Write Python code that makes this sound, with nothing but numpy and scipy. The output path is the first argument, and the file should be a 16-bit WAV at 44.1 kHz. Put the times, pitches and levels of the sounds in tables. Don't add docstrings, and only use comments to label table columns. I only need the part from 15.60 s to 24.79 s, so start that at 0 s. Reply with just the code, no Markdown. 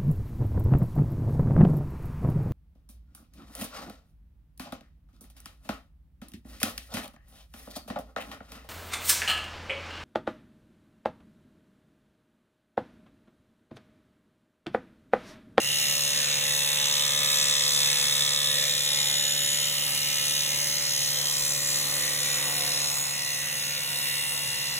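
import sys
import numpy as np
from scipy import signal
from scipy.fft import rfft, irfft, next_fast_len
from scipy.io import wavfile
from scipy.ndimage import uniform_filter1d, map_coordinates

SR = 44100
rng = np.random.default_rng(int(sys.argv[2]) if len(sys.argv) > 2 else 0)


def master_out(mix):
    frames = np.transpose(np.atleast_2d(mix))
    ceiling = np.clip(frames, -1, 1)
    pcm = np.round(ceiling * 32767).astype(np.int16)
    wavfile.write(sys.argv[1], SR, pcm)


N = 405279

# time in seconds, turns per second.
DRIVE_SPEED = [(0.3, 71.9), (1.0, 71.94), (1.3, 71.78), (1.55, 71.81), (1.8, 71.67), (2.1, 71.76),
               (2.3, 71.66), (2.55, 71.79), (3, 71.86), (3.75, 71.82), (4.65, 71.96), (5, 71.91),
               (5.9, 71.68), (6.2, 71.7), (6.55, 71.81), (8.3, 71.78), (8.6, 71.72), (9.19, 71.71)]
# time in seconds, aspect (0 head, 1 side, 2 handle, 3 held level).
ASPECT = [(0, 1.2), (1.0, 0.061), (2.8, 0.13), (3.5, 1.1), (4.1, 1.02), (5.3, 1.31), (6.2, 1.91),
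          (7.1, 2.44), (7.7, 3.2), (9.2, 3.7)]
# time in seconds, gain in dB before each part's falloff factor.
LOUDNESS = [(0, 0), (1.8, 0.53), (4.3, -0.5), (6.1, -2.5), (7.1, -1.7), (7.7, -5), (8.5, -4.5), (9.2, -4.5)]
# order of the drive, then level in dB at aspects 0 to 3.
DRIVE_TONES = [(3, -59.0, -58.5, -58.0, -58.0), (4, -70.5, -61.5, -55.5, -58.5),
               (5, -69.0, -63.0, -55.0, -67.0), (6, -62.0, -81.0, -81.0, -69.0),
               (7, -49.0, -54.5, -48.5, -53.0), (8, -49.5, -51.0, -49.0, -53.5),
               (9, -72.5, -71.0, -63.5, -64.5), (10, -59.5, -62.5, -53.0, -56.0),
               (11, -64.5, -62.0, -60.0, -61.5), (12, -55.5, -56.0, -54.0, -55.0),
               (13, -58.5, -72.5, -64.0, -51.5), (14, -52.5, -61.5, -51.5, -60.0),
               (15, -54.0, -63.0, -51.0, -49.5), (16, -55.5, -66.5, -48.0, -54.5),
               (17, -48.5, -66.5, -56.0, -67.0), (18, -55.0, -53.5, -60.5, -58.5),
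               (19, -59.5, -68.0, -57.0, -61.5), (20, -67.0, -61.5, -55.0, -51.0),
               (24, -47.0, -51.0, -59.5, -56.5), (25, -58.5, -55.5, -50.0, -52.0),
               (26, -51.0, -55.0, -50.5, -68.0), (27, -45.5, -50.5, -45.5, -46.0),
               (28, -61.5, -58.0, -48.5, -43.5), (29, -55.5, -50.0, -50.0, -52.0),
               (30, -58.0, -51.0, -53.5, -61.0), (31, -46.5, -54.0, -57.0, -51.0),
               (33, -58.5, -54.0, -68.0, -51.5), (34, -57.5, -50.0, -53.5, -53.0),
               (35, -60.0, -57.0, -49.5, -56.5), (36, -45.0, -61.5, -59.0, -52.5),
               (37, -50.5, -58.0, -50.5, -47.5), (38, -57.5, -55.5, -58.5, -48.5),
               (39, -51.0, -44.0, -56.0, -39.0), (40, -54.5, -48.5, -60.5, -52.5),
               (41, -57.5, -50.0, -57.5, -55.5), (42, -60.5, -50.0, -54.5, -55.5),
               (43, -56.5, -48.5, -50.5, -55.0), (44, -47.5, -49.0, -51.0, -57.5)]
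# position in turns, then force in dB on head, rattle, bristles, housing.
CONTACTS = [(.18, -4, -3, 1, 0), (.34, -13, -11, -11, -11), (.69, -7, -.5, -4, -7), (.8, 1, -3, -2, 2),
            (.9, -1, 2.5, .5, -1)]
# frequency in Hz, relative density in dB.
BEARING_SPECTRUM = [(100, -30), (180, -3), (260, -6), (400, -14.5), (520, 6), (650, -2.5), (850, -0.5),
                    (1250, 0.5), (1500, 0.5), (2200, -16.5)]
RASP_SPECTRUM = [(1100, -42), (1550, -0.5), (1800, 5), (2000, 7.5), (2350, 5), (2800, 4.5), (3200, 2),
                 (3700, 2), (5000, -46)]
RATTLE_SPECTRUM = [(2400, -54), (3300, -2), (3900, 8), (4500, 6.5), (5000, 0.5), (5500, 8), (5950, -1.5),
                   (7000, 2.5), (7550, 1.5), (8100, -0.5), (8600, -27.5), (9400, 1), (10500, -14),
                   (13000, -42)]
BRISTLE_SPECTRUM = [(6500, -18), (8000, 0), (8450, 7), (8950, 1.5), (9400, 3.5), (9950, 2), (10450, 4.5),
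                    (11200, -1), (13000, -2), (15000, -0.5), (15800, -11)]
ROOM_SPECTRUM = [(20, -36), (40, -38), (62, 1.5), (85, -4.5), (125, 7), (180, 1.5), (260, -8.5), (500, -16),
                 (2000, -12.5), (16000, -32)]
# time in seconds, centre in Hz, relative
# level in dB.
STEM_RING = [(0.0, 2770, -37), (0.12, 2900, -30.5), (0.45, 2790, -38.5), (1.1, 2740, -39),
             (1.6, 3260, -37.5), (3.2, 3240, -43), (3.7, 2940, -39.5), (4.1, 2980, -37), (4.5, 2920, -38),
             (4.9, 2850, -38.5), (5.2, 3140, -46), (5.68, 3180, -34.5), (5.95, 3100, -53), (6.6, 2900, -46),
             (7.0, 2820, -42), (7.5, 2630, -45.5), (8.3, 2860, -42.5), (9.19, 2820, -49)]
PEAK_LOW = [(0, 4950, -9), (1.3, 5030, -19), (1.65, 5100, -8), (2.1, 4950, -6), (3.4, 4950, -12),
            (4.1, 5000, -16), (4.6, 5000, -17), (5.25, 5150, -3), (5.9, 5050, -13), (6.25, 4300, -5),
            (6.9, 4300, -17), (7.7, 4670, -12)]
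PEAK_MID = [(0, 6320, -4), (1.0, 6490, -4), (1.8, 6150, -2), (3.1, 6250, -5), (3.7, 6350, -13),
            (4.2, 6200, -12), (4.55, 6330, -5.5), (5.3, 6300, -2), (6.1, 6170, -3), (6.3, 6300, -6),
            (6.7, 6250, -5), (7.05, 6230, -10.5), (7.33, 6630, -3.5), (7.5, 6930, -4), (7.6, 6200, -5),
            (7.75, 6300, 0.5), (8.1, 6450, -4), (8.35, 6350, -12)]
PEAK_HIGH = [(0, 7440, -19), (1.1, 7530, -6.5), (1.9, 7550, -2), (2.9, 7620, -5), (3.35, 7300, -5.5),
             (3.5, 6900, -5), (3.95, 6820, -0.5), (4.35, 6950, -17), (5.4, 7350, -15), (5.85, 7350, -1.5),
             (6.1, 7330, -0.5), (6.25, 7000, -8), (6.55, 7040, -7), (6.9, 6800, -4), (7.1, 7450, -19),
             (7.45, 7400, -4), (7.8, 7400, -18)]
# time in seconds, level in dB.
HEAD_LEVEL = [(0, -41), (0.6, -35.5), (1.2, -29.5), (2.9, -28), (3.9, -33.5), (4.35, -42), (4.8, -34),
              (5.15, -52), (5.6, -40), (6.05, -48), (6.6, -38), (7.6, -47), (8.5, -40.5), (9.19, -45)]
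# centre in Hz, width in Hz, relative level in dB.
HEAD_MODES = [(3545, 210, 0), (3742, 60, -3)]
# frequency in Hz, relative gain in dB.
HEAD_RADIATION = [(2400, -20), (3100, -6), (3350, 1), (3820, 0), (3980, -6), (5500, -18)]
# delay in seconds, level in dB against the direct sound.
ECHOES = [(.0007, -18), (.0015, -14), (.0024, -13), (.0037, -13)]
# frequency in Hz, angle from mid towards side in radians.
STEREO_SPREAD = [(60, 0.061), (140, 0.0047), (280, 0.18), (520, 0.32), (1000, 0.66), (2000, 0.51),
                 (2800, 0.56), (3650, 0.78)]
# frequency in Hz, likeness from -1 to 1.
STEREO_LIKENESS = [(150, .96), (600, -.6), (1100, -.15), (1600, -.15), (2000, .35), (2900, .4), (3400, .92),
                   (3800, .96), (4400, .55), (5600, .7), (7600, .75), (10000, .4)]
# frequency in Hz, left minus right in dB.
STEREO_TILT = [(150, 0), (300, -0.8), (520, 0), (750, -1), (1200, -0.8), (2300, -1.3), (3300, 0)]

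HUM_DB, BEARING_DB = (-47.5, -48, -45.5, -48), (-46.5, -47.5, -40.5, -41.5)
RASP_DB, LINKAGE_DB = (-38, -40, -39, -39), (-30.5, -29.5, -29, -30)
BRISTLE_DB = (-31, -31.5, -30.5, -32.5)

ON_HEAD, ON_RATTLE, ON_BRISTLES, ON_HOUSING = range(4)
SPIN_UP_S, START_DEFICIT_HZ, START_DEFICIT_DB = .055, 3.0, 6
START_TURN, HEAD_STOP_TURN = .67, .79
TOP_HZ = 15850
FRONT_ONLY = np.array([[1], [0]])


def amp(db):
    return 10 ** (np.asarray(db) / 20)


def unit(x):
    return x / np.sqrt(np.mean(x ** 2, axis=-1, keepdims=True) + 1e-20)


def along(points, hz):
    knots_hz, values = np.transpose(points)
    return np.interp(np.log(hz + 1), np.log(knots_hz + 1), values)


def curves(rows):
    times_s, *columns = np.transpose(rows)
    return [np.interp(np.arange(N) / SR, times_s, column) for column in columns]


def wobble(knots_per_s):
    coarse = np.arange(0, N + 256, 256)
    knots = rng.standard_normal(int(N * knots_per_s / SR) + 4)
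    return np.interp(np.arange(N), coarse, map_coordinates(knots, [coarse * knots_per_s / SR]))


def filtered(x, response):
    size = next_fast_len(N + SR // 4, real=True)
    return irfft(rfft(x, size) * response(np.fft.rfftfreq(size, 1 / SR)), size)[..., :N]


def coloured(x, spectrum):
    return unit(filtered(x, lambda hz: amp(along(spectrum, hz))))


def ring(x, hz, width_hz, order=2):
    carrier = np.exp(2j * np.pi * np.cumsum(hz * np.ones(N)) / SR)
    pole = np.exp(-np.pi * width_hz / SR)
    baseband = signal.lfilter([1], np.poly([pole] * order), x / carrier)
    return unit((baseband * carrier).real)


def spin_up():
    return np.exp(-np.arange(N) / SR / SPIN_UP_S)


def facing(views_db):
    aspect, = curves(ASPECT)
    return np.interp(aspect, np.arange(len(views_db)), views_db)


def held(falloff, tremor_db):
    loudness_db, = curves(LOUDNESS)
    return amp(falloff * loudness_db + tremor_db * wobble(knots_per_s=7) - START_DEFICIT_DB * spin_up())


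def patchy(x, depth_db):
    bands = signal.stft(x, nperseg=1024)[2]
    field = rng.standard_normal(bands.shape[1:])
    for _ in range(2):
        field = uniform_filter1d(field, size=5, axis=0)
        field = uniform_filter1d(field, size=13, axis=1)
    gain = amp(depth_db * field / field.std())
    return unit(signal.istft(bands * gain, nperseg=1024)[1][:, :N])


def scrape(turns, repeat):
    size = 8192
    orders = np.arange(size // 2 + 1)
    in_band = orders < TOP_HZ / DRIVE_SPEED[-1][1]
    surface = irfft(np.exp(2j * np.pi * rng.random((2, len(orders)))) * in_band)
    same = unit(surface[:, (turns % 1 * size).astype(int)])
    fresh = unit(filtered(rng.standard_normal((2, N)), lambda hz: hz < TOP_HZ))
    return np.sqrt(repeat) * same + np.sqrt(1 - repeat) * fresh


def knocks(turns, column, decay_turns, slide_db):
    aspect, = curves(ASPECT)
    power = amp(slide_db + aspect) ** 2
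    for position_turns, *levels_db in CONTACTS:
        since_turns = turns - position_turns + 2
        size_db = levels_db[column] + .6 * rng.standard_normal(1024)
        age = since_turns % 1 / decay_turns
        push = 2 * np.sqrt(age) * np.exp(-2 * age) * np.sqrt(np.e)
        power += (amp(size_db)[since_turns.astype(int)] * push) ** 2
    return np.sqrt(power)


def tones(turns, orders, waver_db, drift_rad):
    out = np.zeros((2, N))
    for order, *views_db in DRIVE_TONES:
        if order in orders:
            gain = amp(facing(views_db) + waver_db * wobble(2.984))
            phase = 2 * np.pi * (order * turns + rng.random((2, 1))) + drift_rad * wobble(1.925)
            out += gain * np.sqrt(2) * np.sin(phase)
    return out


def motor(turns):
    swing = unit(np.sin(4 * np.pi * turns)) * FRONT_ONLY
    hum = amp(facing(HUM_DB)) * held(falloff=.5, tremor_db=.5) * swing
    drone = held(falloff=1, tremor_db=.64) * tones(turns, range(3, 10), waver_db=1.4, drift_rad=.22)
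    growl = held(falloff=1, tremor_db=.7) * tones(turns, range(10, 22), waver_db=2.9, drift_rad=.3)
    sliding = patchy(coloured(scrape(turns, repeat=.02), BEARING_SPECTRUM), depth_db=2.6)
    bearing = amp(facing(BEARING_DB)) * held(falloff=1.93, tremor_db=1.3) * sliding
    return hum + drone + growl + bearing


def housing(turns):
    buzz = tones(turns, range(22, 45), waver_db=2.6, drift_rad=.2)
    force = knocks(turns, ON_HOUSING, decay_turns=.17, slide_db=-4)
    rasp = patchy(coloured(force * scrape(turns, repeat=.02), RASP_SPECTRUM), depth_db=2.6)
    return held(falloff=1, tremor_db=.93) * (buzz + amp(facing(RASP_DB)) * rasp)


def stem(turns):
    hz, level_db = curves(STEM_RING)
    force = knocks(turns, ON_HOUSING, decay_turns=.14, slide_db=-12)
    return amp(level_db) * ring(force * scrape(turns, repeat=.35), hz, width_hz=320)


def stop_clicks(turns, width_turns, jitter_turns, scatter_db):
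    since_turns = turns - HEAD_STOP_TURN + 2
    turn = np.round(since_turns).astype(int)
    late, size = rng.standard_normal((2, turn.max() + 1))
    offset_turns = since_turns - turn - jitter_turns * late[turn]
    return unit(amp(scatter_db * size[turn]) * np.exp(-(offset_turns / width_turns) ** 2))


def brush_head(turns):
    level_db, = curves(HEAD_LEVEL)
    force = knocks(turns, ON_HEAD, decay_turns=.14, slide_db=-9)
    rubbing = unit(force * scrape(turns, repeat=.03))
    clicks = stop_clicks(turns, width_turns=.003, jitter_turns=.0006, scatter_db=.6)
    blows = amp(.5) * rubbing + clicks * FRONT_ONLY
    modes = sum(amp(db) * ring(blows, hz, width_hz, order=1) for hz, width_hz, db in HEAD_MODES)
    return amp(level_db) * held(falloff=.11, tremor_db=.4) * coloured(modes, HEAD_RADIATION)


def linkage(turns):
    force = knocks(turns, ON_RATTLE, decay_turns=.095, slide_db=-11)
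    rattle = coloured(force * scrape(turns, repeat=.5), RATTLE_SPECTRUM)
    blows = force * scrape(turns, repeat=.52)
    rings = map(curves, (PEAK_LOW, PEAK_MID, PEAK_HIGH))
    peaks = sum(amp(level_db) * ring(blows, hz, width_hz=580) for hz, level_db in rings)
    return amp(facing(LINKAGE_DB)) * held(falloff=1.17, tremor_db=.81) * (rattle + peaks)


def bristles(turns):
    force = knocks(turns, ON_BRISTLES, decay_turns=.1, slide_db=-8)
    gain = amp(facing(BRISTLE_DB)) * held(falloff=.46, tremor_db=.86)
    hiss = coloured(force * scrape(turns, repeat=.15), BRISTLE_SPECTRUM)
    return gain * patchy(hiss, depth_db=1.7)


def reflections(x, sway_s=4e-5):
    out = x.copy()
    oversampled = signal.resample_poly(x, 4, 1, axis=1)
    for delay_s, echo_db in ECHOES:
        lag_samples = SR * (delay_s + sway_s * wobble(2))
        read_at = np.clip(4 * (np.arange(N) - lag_samples), 0, 4 * N - 1)
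        out += amp(echo_db) * oversampled[:, read_at.astype(int)]
    return out / np.sqrt(1 + sum(amp(echo_db) ** 2 for _, echo_db in ECHOES))


def room():
    return amp(-53) * coloured(rng.standard_normal((2, N)), ROOM_SPECTRUM)


def scene():
    speed_hz, = curves(DRIVE_SPEED)
    turns = START_TURN + np.cumsum(speed_hz - START_DEFICIT_HZ * spin_up()) / SR
    buzz = motor(turns) + housing(turns) + stem(turns) + brush_head(turns)
    sizzle = reflections(linkage(turns) + bristles(turns))
    return buzz + sizzle + room()


def record(dry):
    swing_from_hz, quarter_turn_hz = 3640, 2135

    def angle_rad(hz):
        return along(STEREO_SPREAD, hz) + np.pi / 2 * np.maximum(hz - swing_from_hz, 0) / quarter_turn_hz

    def side_response(hz):
        likeness = along(STEREO_LIKENESS, hz)
        return np.sin(angle_rad(hz)) * np.array([1j * likeness, np.sqrt(1 - likeness ** 2)])

    mid = filtered(dry[0], lambda hz: np.cos(angle_rad(hz)))
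    side = filtered(dry, side_response).sum(axis=0)
    pair = np.array([mid + side, mid - side])
    tilted = filtered(pair, lambda hz: amp(np.outer([.5, -.5], along(STEREO_TILT, hz))))
    return filtered(tilted, lambda hz: hz < TOP_HZ)


dry = scene()
out = record(dry)
master_out(out)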